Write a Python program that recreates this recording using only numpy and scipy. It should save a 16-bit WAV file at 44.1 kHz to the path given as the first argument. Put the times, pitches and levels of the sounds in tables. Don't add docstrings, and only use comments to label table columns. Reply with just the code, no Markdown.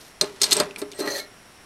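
import sys
import numpy as np
from scipy import signal
from scipy.fft import next_fast_len
from scipy.io import wavfile

SR = 44100
rng = np.random.default_rng(int(sys.argv[2]) if len(sys.argv) > 2 else 0)


def store_wav(level_fs):
    pcm = np.round(np.clip(np.atleast_2d(level_fs), -1, 1) * 32767)
    wavfile.write(sys.argv[1], SR, pcm.T.astype(np.int16))


N = 72765
SECONDS = np.arange(N) / SR
T = np.arange(SR // 2) / SR
IMPULSE = signal.unit_impulse(len(T))

# frequency in Hz, relative level in dB, 60 dB decay time in seconds.
TANK_MODES = [(283, -9, .085), (303, -12, .07), (406, 0, .08), (522, -16, .08), (600, -6, .08),
              (895, -19, .1), (1074, -22, .12)]
# frequency in Hz, relative density in dB per Hz.
CRACK_SPECTRUM = [(200, -34), (2000, -12.5), (3000, -4.5), (4100, -0.5), (6000, -3), (9800, -6),
                  (13000, -13), (16000, -38)]
# frequency in Hz, relative density in dB per Hz.
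RASP_SPECTRUM = [(100, -38), (400, 7.5), (1200, -6.5), (2800, -6), (4300, 2), (7000, -4), (13300, -6.5),
                 (16000, -45)]

CRACK_T60_S = 0.015
TANK_GROUPS_HZ = (295, 400, 600)
TANK_SWELL_CYCLES = 5.8


def amp(db):
    return 10 ** (np.asarray(db) / 20)


def unit(x):
    return x / np.sqrt(np.sum(x ** 2) + 1e-20)


def read(points, hz):
    f, value = np.transpose(points)
    return np.interp(np.log(hz + 1), np.log(f + 1), value)


def add(mix, s, sound):
    part = mix[round(s * SR):][:len(sound)]
    part += sound[:len(part)]


def colour(x, points, tilt=0):
    size = next_fast_len(len(x) + 4096)
    hz = abs(np.fft.fftfreq(size, 1 / SR))
    gain_db = read(points, hz) + tilt * np.log2(np.clip(hz, 200, 12000))
    response = np.exp(np.conj(signal.hilbert(np.log(amp(gain_db)))))
    return unit(np.fft.ifft(np.fft.fft(x, size) * response).real[:len(x)])


def through(x, response):
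    return signal.fftconvolve(x, response)[:N]


def fade(t60):
    return np.exp(-np.log(1000) * T / t60)


def burst(t60):
    return rng.standard_normal(len(T)) * fade(t60)


def ring(modes, rise_s, tilt=0):
    tone = np.zeros(len(T))
    for hz, db, t60 in modes:
        tone += amp(db + tilt * np.log2(hz)) * fade(t60) * np.sin(2 * np.pi * hz * T)
    return unit(tone * (1 - np.exp(-T / rise_s)))


def resonate(x, hz, width_hz):
    turn = np.exp(2j * np.pi * np.cumsum(hz * np.ones(N)) / SR)
    r = np.exp(-np.pi * width_hz / SR)
    smooth = signal.lfilter([np.sqrt(2 * (1 - r * r))], [1, -r], x / turn)
    return (turn * smooth).real


def drift(span_s):
    kernel = T * np.exp(-2 * T / span_s)
    return unit(through(rng.standard_normal(N), kernel)) * np.sqrt(N)


def friction(times, level_db):
    grains_per_s, grain_spread_db = 3600, 4
    clump_s, clump_db = 0.0033, 3
    signs = rng.choice([-1, 1], N)
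    struck = rng.random(N) < grains_per_s / SR
    sizes = amp(grain_spread_db * np.minimum(rng.exponential(1, N), 4))
    clumps = amp(clump_db * np.clip(drift(clump_s), -2, 2))
    level = np.interp(SECONDS, times, amp(level_db), left=0, right=0)
    return unit(signs * struck * sizes * clumps) * np.sqrt(N) * level


def small(x):
    return signal.sosfilt(signal.butter(2, 340, "high", fs=SR, output="sos"), x)


def air():
    # frequency in Hz, relative density in dB per Hz.
    air_spectrum = [(20, -3), (110, 0), (450, -3.5), (1900, -5.5), (5000, -14), (5550, -5), (6200, -17),
                    (10500, -14.5), (16000, -35)]
    level_db = -50
    return amp(level_db) * np.sqrt(N) * colour(rng.standard_normal(N), air_spectrum)


def grip():
    # time in seconds, level in dB.
    grip_curve = [(0, -49.5), (.06, -48.5), (.13, -83)]
    return small(through(friction(*np.transpose(grip_curve)), colour(IMPULSE, RASP_SPECTRUM)))


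def ping(hz):
    return unit(fade(0.013) * np.sin(2 * np.pi * hz * T))


def lugs():
    # start in seconds, strike level in dB, ping in Hz,
    # ping level in dB relative to the crack.
    clicks = [(0.2119, 7.5, 4130, 0), (0.4165, 6.5, 5140, -0.5), (0.421, 0.5, 6500, 4),
              (0.4327, 4, 5400, 1), (0.44, 5.5, 4530, -5), (0.51, -2.5, 6320, -3), (0.515, 0.5, 3800, -1),
              (0.5205, 6, 4260, -2), (0.526, 4, 4200, -13), (0.529, 5.5, 7740, 0), (0.5304, 3.5, 6330, -1),
              (0.5667, -5.5, 5300, -1), (0.568, -4.5, 8200, 7.5), (0.5994, -1, 7890, -7.5),
              (0.6015, 1.5, 4780, 2), (0.817, -12, 3880, -10), (1.0021, -14.5, 8300, 3.5)]
    # start in seconds, tick level in dB, ping in Hz,
    # ping level in dB relative to the tick's noise.
    plate_ticks = [(0.6338, -18, 2680, 0), (0.7097, -19.5, 2660, -0.5), (0.761, -12.5, 2416, 2.5),
                   (0.917, -16.5, 4420, -14), (0.9226, -17.5, 6100, -12), (0.9337, -20, 4000, -9)]
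    # frequency in Hz, relative level in dB, 60 dB decay time in seconds.
    seated_modes = [(3720, -1, 0.062), (4205, 4, 0.047), (4630, -3.5, 0.056), (4890, 5.5, 0.022),
                    (5590, -7, .05), (6400, -13, 0.05), (7880, 0.5, 0.028), (8505, 0.5, 0.07)]
    # frequency in Hz, relative density in dB per Hz.
    tick_spectrum = [(300, -21), (1700, -20), (2400, 7), (3800, 2), (9000, -8.5), (16000, -32)]
    ring_db, ring_rise_s, tick_t60_s = -2.5, 0.00063, 0.0072
    out = np.zeros(N)
    for s, db, hz, ping_db in clicks:
        tilt = 6.5 * np.log2(hz / 5500)
        strike = colour(burst(CRACK_T60_S), CRACK_SPECTRUM, tilt)
        strike += amp(ping_db) * ping(hz)
        strike += amp(ring_db) * ring(seated_modes, ring_rise_s, tilt)
        add(out, s, amp(db) * strike)
    for s, db, hz, ping_db in plate_ticks:
        tick = colour(burst(tick_t60_s), tick_spectrum) + amp(ping_db) * ping(hz)
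        add(out, s, amp(db) * tick)
    return out


def clatter():
    # frequency in Hz, relative density in dB per Hz.
    panel_spectrum = [(40, -30), (100, -10.5), (160, 1), (250, -6.5), (800, 2), (2400, -6.5), (4000, -25),
                      (16000, -73)]
    rise_s, t60_s = 0.0019, 0.14
    return colour(burst(t60_s) * (1 - np.exp(-T / rise_s)), panel_spectrum)


def knocks():
    # start in seconds, then levels in dB of the low modes,
    # the middle modes, the upper modes and the clatter of the panels.
    blows = [(.213, -16.5, -0.5, -2, -4.5), (.229, -8, 5, -8.5, -8.5), (.413, -12, -3.5, -21, -13),
             (.518, -7, -0.5, -20, -8), (.566, -12, 3.5, -6, -9.5), (.599, -1.5, 8.5, 4, 4.5),
             (0.817, -3.5, 3, -12, -11), (.987, -12.5, 1, -11.5, -18), (1.003, -2, 6, -23, -8),
             (1.071, -2, -11, -10, -5.5)]
    groups = []
    for centre in TANK_GROUPS_HZ:
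        modes = [m for m in TANK_MODES if min(TANK_GROUPS_HZ, key=lambda f: abs(f - m[0])) == centre]
        groups.append(ring(modes, TANK_SWELL_CYCLES / centre))
    out = np.zeros(N)
    for s, *groups_db, clatter_db in blows:
        add(out, s, amp(groups_db) @ groups + amp(clatter_db) * clatter())
    return out


def tank_response(tilt, clatter_db):
    body = ring(TANK_MODES, TANK_SWELL_CYCLES / np.mean(TANK_GROUPS_HZ), tilt)
    return unit(body + amp(clatter_db) * clatter())


def twist():
    # time in seconds, rasp level in dB, tank rumble level in dB.
    grind_curve = [(0.239, -39, -66), (.28, -47.5, -46), (.32, -54, -61), (0.396, -55, -49.5),
                   (.45, -34, -38), (.55, -33.5, -35.5), (.59, -30.5, -27.5), (0.623, -47, -48),
                   (0.668, -52.5, -47), (0.751, -75, -73), (0.801, -67, -37)]
    s, rasp_db, tank_db = np.transpose(grind_curve)
    rasp = through(friction(s, rasp_db), colour(IMPULSE, CRACK_SPECTRUM, tilt=-4.8))
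    tank = through(friction(s, tank_db), tank_response(tilt=0, clatter_db=1.0))
    return rasp + tank


def seal():
    # frequency in Hz, relative density in dB per Hz.
    hiss_spectrum = [(1000, -14), (3500, -3), (5000, 1.5), (7500, 0.5), (8700, 7), (12500, 2), (16000, -19)]
    start_s, level_db, rise_s, t60_s = 0.781, -9.5, 0.00466, 0.097
    puff = burst(t60_s) * (1 - np.exp(-T / rise_s))
    out = np.zeros(N)
    add(out, start_s, amp(level_db) * colour(puff, hiss_spectrum))
    return out


def free_cap(scrape):
    # frequency in Hz, response to scraping in dB, 60 dB decay time in seconds.
    free_modes = [(1380, -14, 0.65), (1781, -3, 0.26), (1873, -4, 0.11), (2185, -19, .22),
                  (4075, -2.5, 0.098), (4200, 0, 0.017), (5940, -8.5, 0.053), (6350, -20, 0.11),
                  (11300, -19, .03)]
    # start in seconds, level in dB, frequency in Hz of favoured modes.
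    catches = [(1.075, 0, 1670), (1.106, -11, 5940), (1.12, -12, 4030), (1.152, -8, 1750),
               (1.163, -15.5, 5940), (1.196, -9, 2180), (1.201, -11, 4075)]
    clear_s = (1.16, 1.205)
    seated_sharp, wobble, wobble_s = 0.02, 0.004, 0.02
    fall_db_per_octave, crack_db = 31, -15.5
    held = np.interp(SECONDS, clear_s, (1, 0))
    out = np.zeros(N)
    for hz, db, t60 in free_modes:
        drive = amp(db) * scrape
        for s, catch_db, catch_hz in catches:
            octaves = abs(np.log2(hz / catch_hz))
            add(drive, s, amp([catch_db - fall_db_per_octave * octaves]))
        pitch = hz * (1 + held * (seated_sharp + wobble * drift(wobble_s)))
        out += resonate(drive, pitch, np.log(1000) / np.pi / t60)
    for s, catch_db, _ in catches:
        add(out, s, amp(catch_db + crack_db) * colour(burst(CRACK_T60_S), RASP_SPECTRUM))
    return out


def pull():
    # time in seconds, then levels in dB of the rasp, the tank rumble
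    slide_curve = [(0.928, -60, -46, -62), (.98, -57, -46.5, -57), (1.007, -32, -39, -45.5),
                   (1.037, -55, -28, -47.5), (1.079, -40.5, -42.5, -39.5), (1.135, -39, -38.5, -38.5),
                   (1.192, -32.5, -52.5, -38.5), (1.208, -44, -55, -48.5), (1.25, -71, -62, -55)]
    neck_opens_s, neck_hz, neck_width_hz, neck_db = (1.098, 1.214), (533, 599), 27, 0.5
    squeak_s, squeak_db = (0.94, 1.12), (-49.65, -60)
    squeak_hz, squeak_width_hz = 8280, 85
    s, rasp_db, tank_db, ring_db = np.transpose(slide_curve)
    rasp = through(friction(s, rasp_db), colour(IMPULSE, RASP_SPECTRUM))
    tank = through(friction(s, tank_db), tank_response(tilt=-0.54, clatter_db=-6.5))
    cap = free_cap(friction(s, ring_db))
    neck_pitch = np.interp(SECONDS, neck_opens_s, neck_hz)
    neck = resonate(friction(s, ring_db + neck_db), neck_pitch, neck_width_hz)
    squeak = resonate(friction(squeak_s, squeak_db), squeak_hz, squeak_width_hz)
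    return small(rasp + cap + squeak) + tank + neck


def room(x):
    # frequency in Hz, 60 dB decay time in seconds.
    room_decay = [(100, 0.92), (500, 0.31), (2000, 0.3), (6000, 0.1), (16000, 0.2)]
    near_db, near_t60_s, near_delay_s = -8, 0.03, 0.002
    room_db, room_delay_s = -14, 0.0064
    hz, t, z = signal.stft(rng.standard_normal(len(T)), SR, nperseg=256)
    decay = np.exp(-np.log(1000) * t / read(room_decay, hz)[:, None])
    tail = signal.istft(z * decay, SR, nperseg=256)[1][:len(T)]
    near = unit(burst(near_t60_s) * (T > near_delay_s))
    far = unit(tail * (T > room_delay_s))
    return through(x, amp(near_db) * near + amp(room_db) * far)


def scene():
    direct = grip() + small(lugs()) + knocks() + twist() + seal() + pull()
    return (direct + room(direct) + air())[None]


def record(dry):
    headroom, edge_hz = 0.9, 15900
    held = dry / (1 + (dry / headroom) ** 4) ** 0.25
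    lowpass = signal.firwin(511, edge_hz, window=("kaiser", 9), fs=SR)
    return signal.oaconvolve(held, lowpass[None], "same")


dry = scene()
out = record(dry)
store_wav(out)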